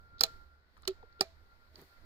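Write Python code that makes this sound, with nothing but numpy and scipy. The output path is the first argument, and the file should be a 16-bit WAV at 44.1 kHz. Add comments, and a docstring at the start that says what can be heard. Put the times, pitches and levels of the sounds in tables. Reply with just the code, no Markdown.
"""Outdoor air hisses, an engine-like hum throbs low and two thin tones whine from start to end.
Fingers tick on the handles, then at 0.2 s two breakers snap in quick succession; more snap at 0.9 and 1.2 s.
Each snap is a noisy crack of contact chatter that sets off bright rings and the hollow plastic row,
made of dying sines; small ticks (filtered noise) and springy knocks (sines) come around the snaps.
From 1.74 s a short shuffle on gravel, made of random thuds, is heard as the treble of the air swells."""
import sys
import numpy as np
from scipy import signal
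from scipy.io import wavfile
from scipy.ndimage import uniform_filter1d

SR = 44100
rng = np.random.default_rng(int(sys.argv[2]) if len(sys.argv) > 2 else 0)


def dump_mix(stems):
    """Bounce the given channels to the path in sys.argv[1] as a 16-bit WAV at rate SR."""
    frames = np.atleast_2d(stems).T  # one column per channel
    limited = np.clip(frames, -1, 1)  # hard clip at full scale
    pcm = np.round(limited * 32767).astype(np.int16)
    wavfile.write(sys.argv[1], SR, pcm)


N = 90404  # length of the scene in samples


def amp(db):
    """Turn decibels into a plain multiplier: 20 dB is ten times the amplitude."""
    return 10 ** (np.asarray(db) / 20)


def evened(x):
    """Scale a signal to an average strength (rms) of 1."""
    return x / np.sqrt(np.mean(x ** 2) + 1e-20)


def read_curve(points, hz):
    """Read a curve between its points, with pitch spaced as the ear hears it (logarithmically)."""
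    f, value = np.transpose(points)
    return np.interp(np.log(hz + 1), np.log(f + 1), value)


def add(mix, start_s, sound):
    """Lay a sound into the mix from a given moment, cutting it off at the end."""
    part = mix[..., round(start_s * SR):][..., :sound.shape[-1]]
    part += sound[..., :part.shape[-1]]


def mode(t, hz, db, t60):
    """One way a solid rings: a sine that dies by 60 dB in t60 seconds."""
    return amp(db - 60 * t / t60) * np.sin(2 * np.pi * hz * t)


def band(x, hz, width):
    """One resonance of gain about 1, width in Hz; at 0 Hz it is a low-pass of gain 2, cutoff width / 2."""
    r = np.exp(-np.pi * width / SR)
    return 2 * signal.lfilter([1 - r], [1, -r * np.exp(2j * np.pi * hz / SR)], x).real


def colour(x, points):
    """Filter with a given gain curve, with no sound before its cause (minimum phase)."""
    gain_db = read_curve(points, abs(np.fft.fftfreq(4096, 1 / SR)))
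    log_gain = np.log(amp(gain_db))
    taps = np.fft.ifft(np.exp(np.conj(signal.hilbert(log_gain)))).real[:1024]
    return signal.oaconvolve(x, taps)[:len(x)]


def crack_and_tails(t, noise, dull_noise, grain_db, length, treble_db, late_db):
    """Contact chatter: a short crack of noise, then a grainy tail and a longer dull tail."""
    tail_db, tail_t60 = -14, 0.07  # dB, s
    late_hz, late_t60 = 5760, 0.36  # filter width in Hz, s
    soft = band(noise, 0, 17000) / 2
    treble = noise - soft
    crack = np.exp(-(t / length) ** 2) * (soft + amp(treble_db) * treble)
    tail = amp(tail_db + grain_db - 60 * t / tail_t60) * evened(band(noise, 0, 6800))
    dull = evened(band(band(dull_noise, 0, late_hz), 0, 2 * late_hz))
    dull = dull * amp(late_db - 60 * t / late_t60)
    attack = np.minimum(t / 0.0003, 1)  # rises in 0.3 ms
    return attack * (crack + tail + dull)


def bright_rings(t, rough_noise, length, short_hz, short_db, long_hz, long_db):
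    """Two high rings: one stops with the chatter, the other lasts longer and flutters roughly."""
    rise_s, roughness = 0.00085, 0.34
    short = mode(t, short_hz, short_db, 0.046) * np.exp(-(t / length) ** 2)
    rough = 1 + roughness * evened(band(rough_noise, 0, 1000))
    long = rough * mode(t, long_hz, long_db, 0.035)
    return (1 - np.exp(-(t / rise_s) ** 2)) * (short + long)


def panel_thump(t, blow_noise, grain_db):
    """The breaker row is shaken by a short noisy blow, then by loose parts rattling in uneven bursts."""
    # ways the plastic row rings: f/Hz, level/dB, time to die by 60 dB/s
    row_modes = [(205, -13.5, 0.03), (490, -6.5, .05), (655, -3.5, 0.05), (780, -3.5, 0.036),
                 (1308, 2, 0.017), (1785, -3.5, 0.029), (2366, -13, 0.065)]
    blow_s, rattle_db, rattle_t60 = 0.007, -13, 0.1  # s, dB, s
    panel = sum(mode(t, *row) for row in row_modes)
    panel = panel - band(panel, 0, 270) / 2  # take out the lowest bass
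    rattle = amp(rattle_db + grain_db - 60 * t / rattle_t60)
    blow = blow_noise * (np.exp(-t / blow_s) + rattle)
    return signal.fftconvolve(blow / np.linalg.norm(blow), panel)[:len(t)]


def snaps(t, chatter, ring, body):
    """Each flip strikes the contacts, which chatter and set the bright rings and the row going."""
    # moments when the breakers snap: t/s
    snap_times = (0.2086, 0.2352, 0.8759, 1.2089)
    # one row a snap: chatter level/dB before colouring, chatter length/s, treble/dB in the crack,
    # short ring f/Hz, its level/dB, long ring f/Hz, its level/dB, row level/dB,
    # dull late tail/dB relative to the chatter level
    snap_rows = [(-16.5, 0.0017, -6, 4950, -3, 4160, -19, -34, -33),
                 (-16.5, 0.003, 2, 4720, -13, 4080, -11, -32.5, -36.5),
                 (-27, 0.0048, 2, 3000, -22.5, 4300, -24, -34, -32),
                 (-18, 0.0027, -20.5, 4810, -6, 4200, -44.5, -25.5, -35.5)]
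    shared = 0.78  # likeness of the crack noise at the two microphones
    grain_width, grain_depth_db = 248, 3  # Hz, dB: unevenness of tail and rattle
    lead_s, lead_db = 0.0025, -19.5  # a faint noise grows just before the snap
    for start_s, row in zip(snap_times, snap_rows):
        db, length, treble_db, short_hz, short_db, long_hz, long_db, panel_db, late_db = row
        a, b, c, d, e = rng.standard_normal((len(t), 5)).T
        noise = np.array([a, shared * a + np.sqrt(1 - shared ** 2) * b])
        grain_db = grain_depth_db * evened(band(band(e, 0, grain_width), 0, grain_width))
        cracks = crack_and_tails(t, noise, np.array([c, d]), grain_db, length, treble_db, late_db)
        add(chatter, start_s, amp(db) * cracks)
        lead = (t < lead_s) * t / lead_s * noise[:, ::-1]
        add(chatter, start_s - lead_s, amp(db + lead_db) * lead)
        add(ring, start_s, bright_rings(t, d, length, short_hz, short_db, long_hz, long_db))
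        add(body, start_s, amp(panel_db) * panel_thump(t, c, grain_db))


def ticks(t, chatter):
    """Tiny ticks from fingers and handles, and from the contacts bouncing after the third snap: bursts of noise
    around one pitch, alike on both sides."""
    # small ticks: t/s, level/dB before colouring, f/Hz, length/s (fall to about a third)
    small_ticks = [(0.182, -62, 3940, 0.0058), (0.1928, -51.5, 4200, 0.0055), (0.767, -54, 1230, .01),
                   (0.774, -62.5, 9810, 0.0026), (0.821, -56, 9550, 0.0024), (0.8311, -62.5, 3700, 0.0074),
                   (0.8335, -48, 1323, .004), (0.8523, -50, 3300, 0.0024), (0.853, -48, 1250, 0.0047),
                   (0.893, -50, 3140, 0.0077), (0.908, -55.5, 3040, 0.0058), (1.028, -41, 760, 0.0034),
                   (1.029, -65, 1962, 0.0054), (1.125, -67, 4460, 0.0039), (1.1945, -55.5, 2980, 0.0037),
                   (1.757, -49, 4340, 0.0018), (1.815, -49.5, 13100, .002)]
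    for start_s, db, hz, length in small_ticks:
        noise = band(band(rng.standard_normal(len(t)), hz, 0.35 * hz), hz, 0.4 * hz)
        noise = noise / np.sqrt(np.mean(noise[t < length] ** 2))
        add(chatter, start_s, amp(db) * np.exp(-t / length) * noise * np.ones((2, 1)))


def knocks(t, body):
    """Springs and soft knocks: sines that swell in, hold briefly and then die away."""
    # springs and knocks: t/s, level/dB, f/Hz, hold/s, time to die by 60 dB after the hold/s
    soft_knocks = [(0.209, -44.5, 469, 0.02, 0.17), (0.2093, -29.5, 1336, 0.0032, .04),
                   (0.247, -46.5, 648, 0.0097, 0.09), (0.8711, -24, 379.8, 0.045, 0.034),
                   (1.034, -48, 460, 0.0079, 0.02), (1.194, -49.5, 420, 0.0057, .04),
                   (1.2073, -31.5, 388.3, 0.013, 0.053), (1.21, -25.5, 766.6, .005, .04),
                   (1.232, -43, 609, 0.0045, .03), (1.246, -54, 662, 0.019, 0.2),
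                   (1.784, -48, 313, 0.0021, 0.016), (1.808, -56, 150, .008, 0.069),
                   (1.814, -58.5, 379, 0.006, 0.2)]
    for start_s, db, hz, hold, t60 in soft_knocks:
        # time spent fading: near 0 during the hold, with a rounded corner at its end
        fading_s = (np.hypot(t - hold, 0.35 * hold) + t - hold) / 2
        rise = 1 - np.exp(-(t / (0.25 * hold)) ** 2)
        add(body, start_s, rise * mode(t, hz, 0, np.inf) * amp(db - 60 * fading_s / t60))


def breakers():
    """Sum up the breaker sounds at two microphones: each colours the chatter, the left hears them later."""
    # gain for the chatter at each microphone: f/Hz, level/dB
    left_colour = [(50, -35), (200, -3.5), (1000, -4.5), (2400, -1.5), (3500, -6), (5000, -2), (7000, 4),
                   (9000, -5), (13000, -8.5), (16000, -7)]
    right_colour = [(50, -24), (200, -26.5), (1000, -7), (2400, -11.5), (4400, 12), (5500, 4.5),
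                    (6800, -22.5), (9000, -23.5), (12500, 4), (16000, -13)]
    ring_left_db, body_left_db, left_lag_s = -17.5, -3.5, 0.00018
    t = np.arange(SR // 2) / SR
    chatter, ring, body = np.zeros((2, N)), np.zeros(N), np.zeros(N)
    snaps(t, chatter, ring, body)
    ticks(t, chatter)
    knocks(t, body)
    left = colour(chatter[0], left_colour) + amp(ring_left_db) * ring + amp(body_left_db) * body
    right = colour(chatter[1], right_colour) + ring + body
    return np.array([np.roll(left, round(left_lag_s * SR)), right])


def shuffle():
    """Weight shifts on gravel: dense random hits pass through a low resonance, making dull thuds."""
    # when the shuffle is heard: start t/s, end t/s
    shuffle_span = (1.735, 1.85)
    thuds_per_s, thud_hz, thud_width, thud_db = 1200, 327, 380, -59.5  # 1/s, Hz, Hz, dB
    t = np.arange(N) / SR
    start_s, end_s = shuffle_span
    progress = np.clip((t - start_s) / (end_s - start_s), 0, 1)
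    swell = np.sin(np.pi * progress) ** 0.34
    hits = rng.standard_normal(N) * (rng.random(N) < thuds_per_s / SR)
    thuds = evened(band(band(hits, thud_hz, thud_width), 0, 1600))
    return amp(thud_db) * swell * thuds * amp([[-3.5], [0]])  # left, right in dB


def hum():
    """A distant engine's low note: a sine whose pitch wavers slowly and whose loudness throbs."""
    hum_hz, waver_hz, hum_db = 75, 1.6, -67.5
    throbs_per_s, throb_depth = 2.4, 0.71
    pitch_drift, throb_drift = [evened(uniform_filter1d(v, size=6000))
                                for v in rng.standard_normal((N, 2)).T]
    throb_turn = np.cumsum(throbs_per_s * (1 + 0.14 * throb_drift)) / SR
    throb = 1 + throb_depth * np.sin(2 * np.pi * throb_turn)
    note = throb * np.sin(2 * np.pi * np.cumsum(hum_hz + waver_hz * pitch_drift) / SR)
    return amp(hum_db) * evened(note) * amp([[-2.5], [0]])  # left, right in dB


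def whine():
    """Two thin sines waver and flutter together; the lower one drifts in level on each side."""
    # level of the lower tone before the flutter: t/s, left level/dB, right level/dB
    whine_levels = [(0, -70, -67.5), (.15, -60.5, -62), (.3, -56.5, -60), (0.451, -68.5, -62),
                    (0.581, -74.5, -76.5), (.68, -87, -88), (.88, -88, -69.5), (1, -66.5, -74),
                    (1.18, -64.5, -67.5), (1.329, -78, -75.5), (1.5, -67, -71), (1.65, -70, -72),
                    (1.86, -84.5, -83.5), (1.91, -75.5, -67.5), (2.05, -75, -68)]
    lower_hz, upper_hz, waver_hz = 1392, 1491, 2.5
    upper_db, flutter_db, left_lag = -86.5, 3.5, 1.9  # dB, dB, radians
    t = np.arange(N) / SR
    time_s, left_db, right_db = np.transpose(whine_levels)
    waver, flutter = (evened(uniform_filter1d(v, size=2000)) for v in rng.standard_normal((N, 2)).T)
    turn = 2 * np.pi * np.cumsum(lower_hz + waver_hz * waver) / SR
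    upper = amp(upper_db) * np.sin(turn * upper_hz / lower_hz)
    left = amp(np.interp(t, time_s, left_db)) * np.sin(turn - left_lag) + upper
    right = amp(np.interp(t, time_s, right_db)) * np.sin(turn) + 0.97 * upper
    return np.sqrt(2) * amp(flutter_db * flutter) * np.array([left, right])  # sqrt(2): levels are rms


def air():
    """Outdoor hiss and rumble: noise shaped pitch by pitch; bass, middle and treble swell apart."""
    # colour of the air at each microphone, before the overall level: f/Hz, level/dB
    left_air = [(25, 5), (90, -2.5), (400, -18), (900, -13.5), (2000, -14), (2900, -30.5), (5300, -30.5),
                (6500, -33), (10000, -39), (15500, -33), (15900, -59.5)]
    right_air = [(25, 13), (80, 13), (95, -9), (400, -10), (650, -14.5), (1000, -25.5), (1700, -18.5),
                 (2500, -30.5), (4400, -17.5), (5400, -27), (6100, -50), (9000, -40), (15500, -30.5),
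                 (15900, -62.5)]
    # likeness of left and right: f/Hz, likeness (1 the same, 0 unrelated, below 0 opposed)
    side_likeness = [(25, 1), (70, -0.11), (300, 0.99), (700, 0.78), (1400, -0.42), (3000, -0.2)]
    # how the air swells: t/s, bass level/dB, middle level/dB, treble level/dB
    air_swell = [(0, 3.5, 0.5, 3), (0.201, 1.5, 4, -6), (.34, 10.5, 7, 9), (.5, -3, 1, -1),
                 (0.649, -9.5, 1, -6), (.8, 1, 3.5, 2), (.95, 4.5, 4.5, 0), (1.15, -2.5, 4, -2.5),
                 (1.349, 0.5, 3.5, 1.5), (1.721, -3.5, 4, 3), (1.79, -4.5, 13.5, 18), (1.86, -6.5, 6.5, 13),
                 (1.948, -6.5, 7.5, 7.5), (2.05, 6.5, 6, 5.5)]
    air_db, patch_db = -73, 0.73
    bass_hz, middle_hz, treble_hz = 70, 2500, 12000
    frames, hz = N // 256 + 5, np.fft.rfftfreq(1024, 1 / SR)
    a, b, c, d, patches = rng.standard_normal((frames, 513, 5)).T
    # random patches of slightly louder and softer noise, smooth over pitch and time
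    patches = uniform_filter1d(patches, size=12, axis=0)
    patches = evened(uniform_filter1d(patches, size=10, axis=1))
    time_s, *levels = np.transpose(air_swell)
    frame_s = np.arange(frames) * 256 / SR
    levels = np.array([np.interp(frame_s, time_s, v) for v in levels])
    # how much each pitch follows bass, middle and treble
    knots = np.log([bass_hz, middle_hz, treble_hz])
    shares = np.array([np.interp(np.log(hz + 1), knots, row) for row in np.eye(3)]).T
    same = np.clip(read_curve(side_likeness, hz), -1, 1)[:, None]
    left = a + 1j * b
    right = same * left + np.sqrt(1 - same ** 2) * (c + 1j * d)
    spectrum = np.array([left * amp(read_curve(left_air, hz))[:, None],
                         right * amp(read_curve(right_air, hz))[:, None]])
    spectrum = spectrum * amp(air_db + shares @ levels + patch_db * patches)
    return signal.istft(spectrum, nperseg=1024, noverlap=768)[1][:, :N]


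def scene():
    """Add up the breakers, the shuffle and the steady background."""
    return breakers() + shuffle() + hum() + whine() + air()


def record(dry):
    """Cut everything above about 16.7 kHz with a steep low-pass filter."""
    taps = signal.firwin(255, 16700, window=("kaiser", 9), fs=SR)
    return signal.oaconvolve(dry, taps[None], "same")


dry = scene()
out = record(dry)
dump_mix(out)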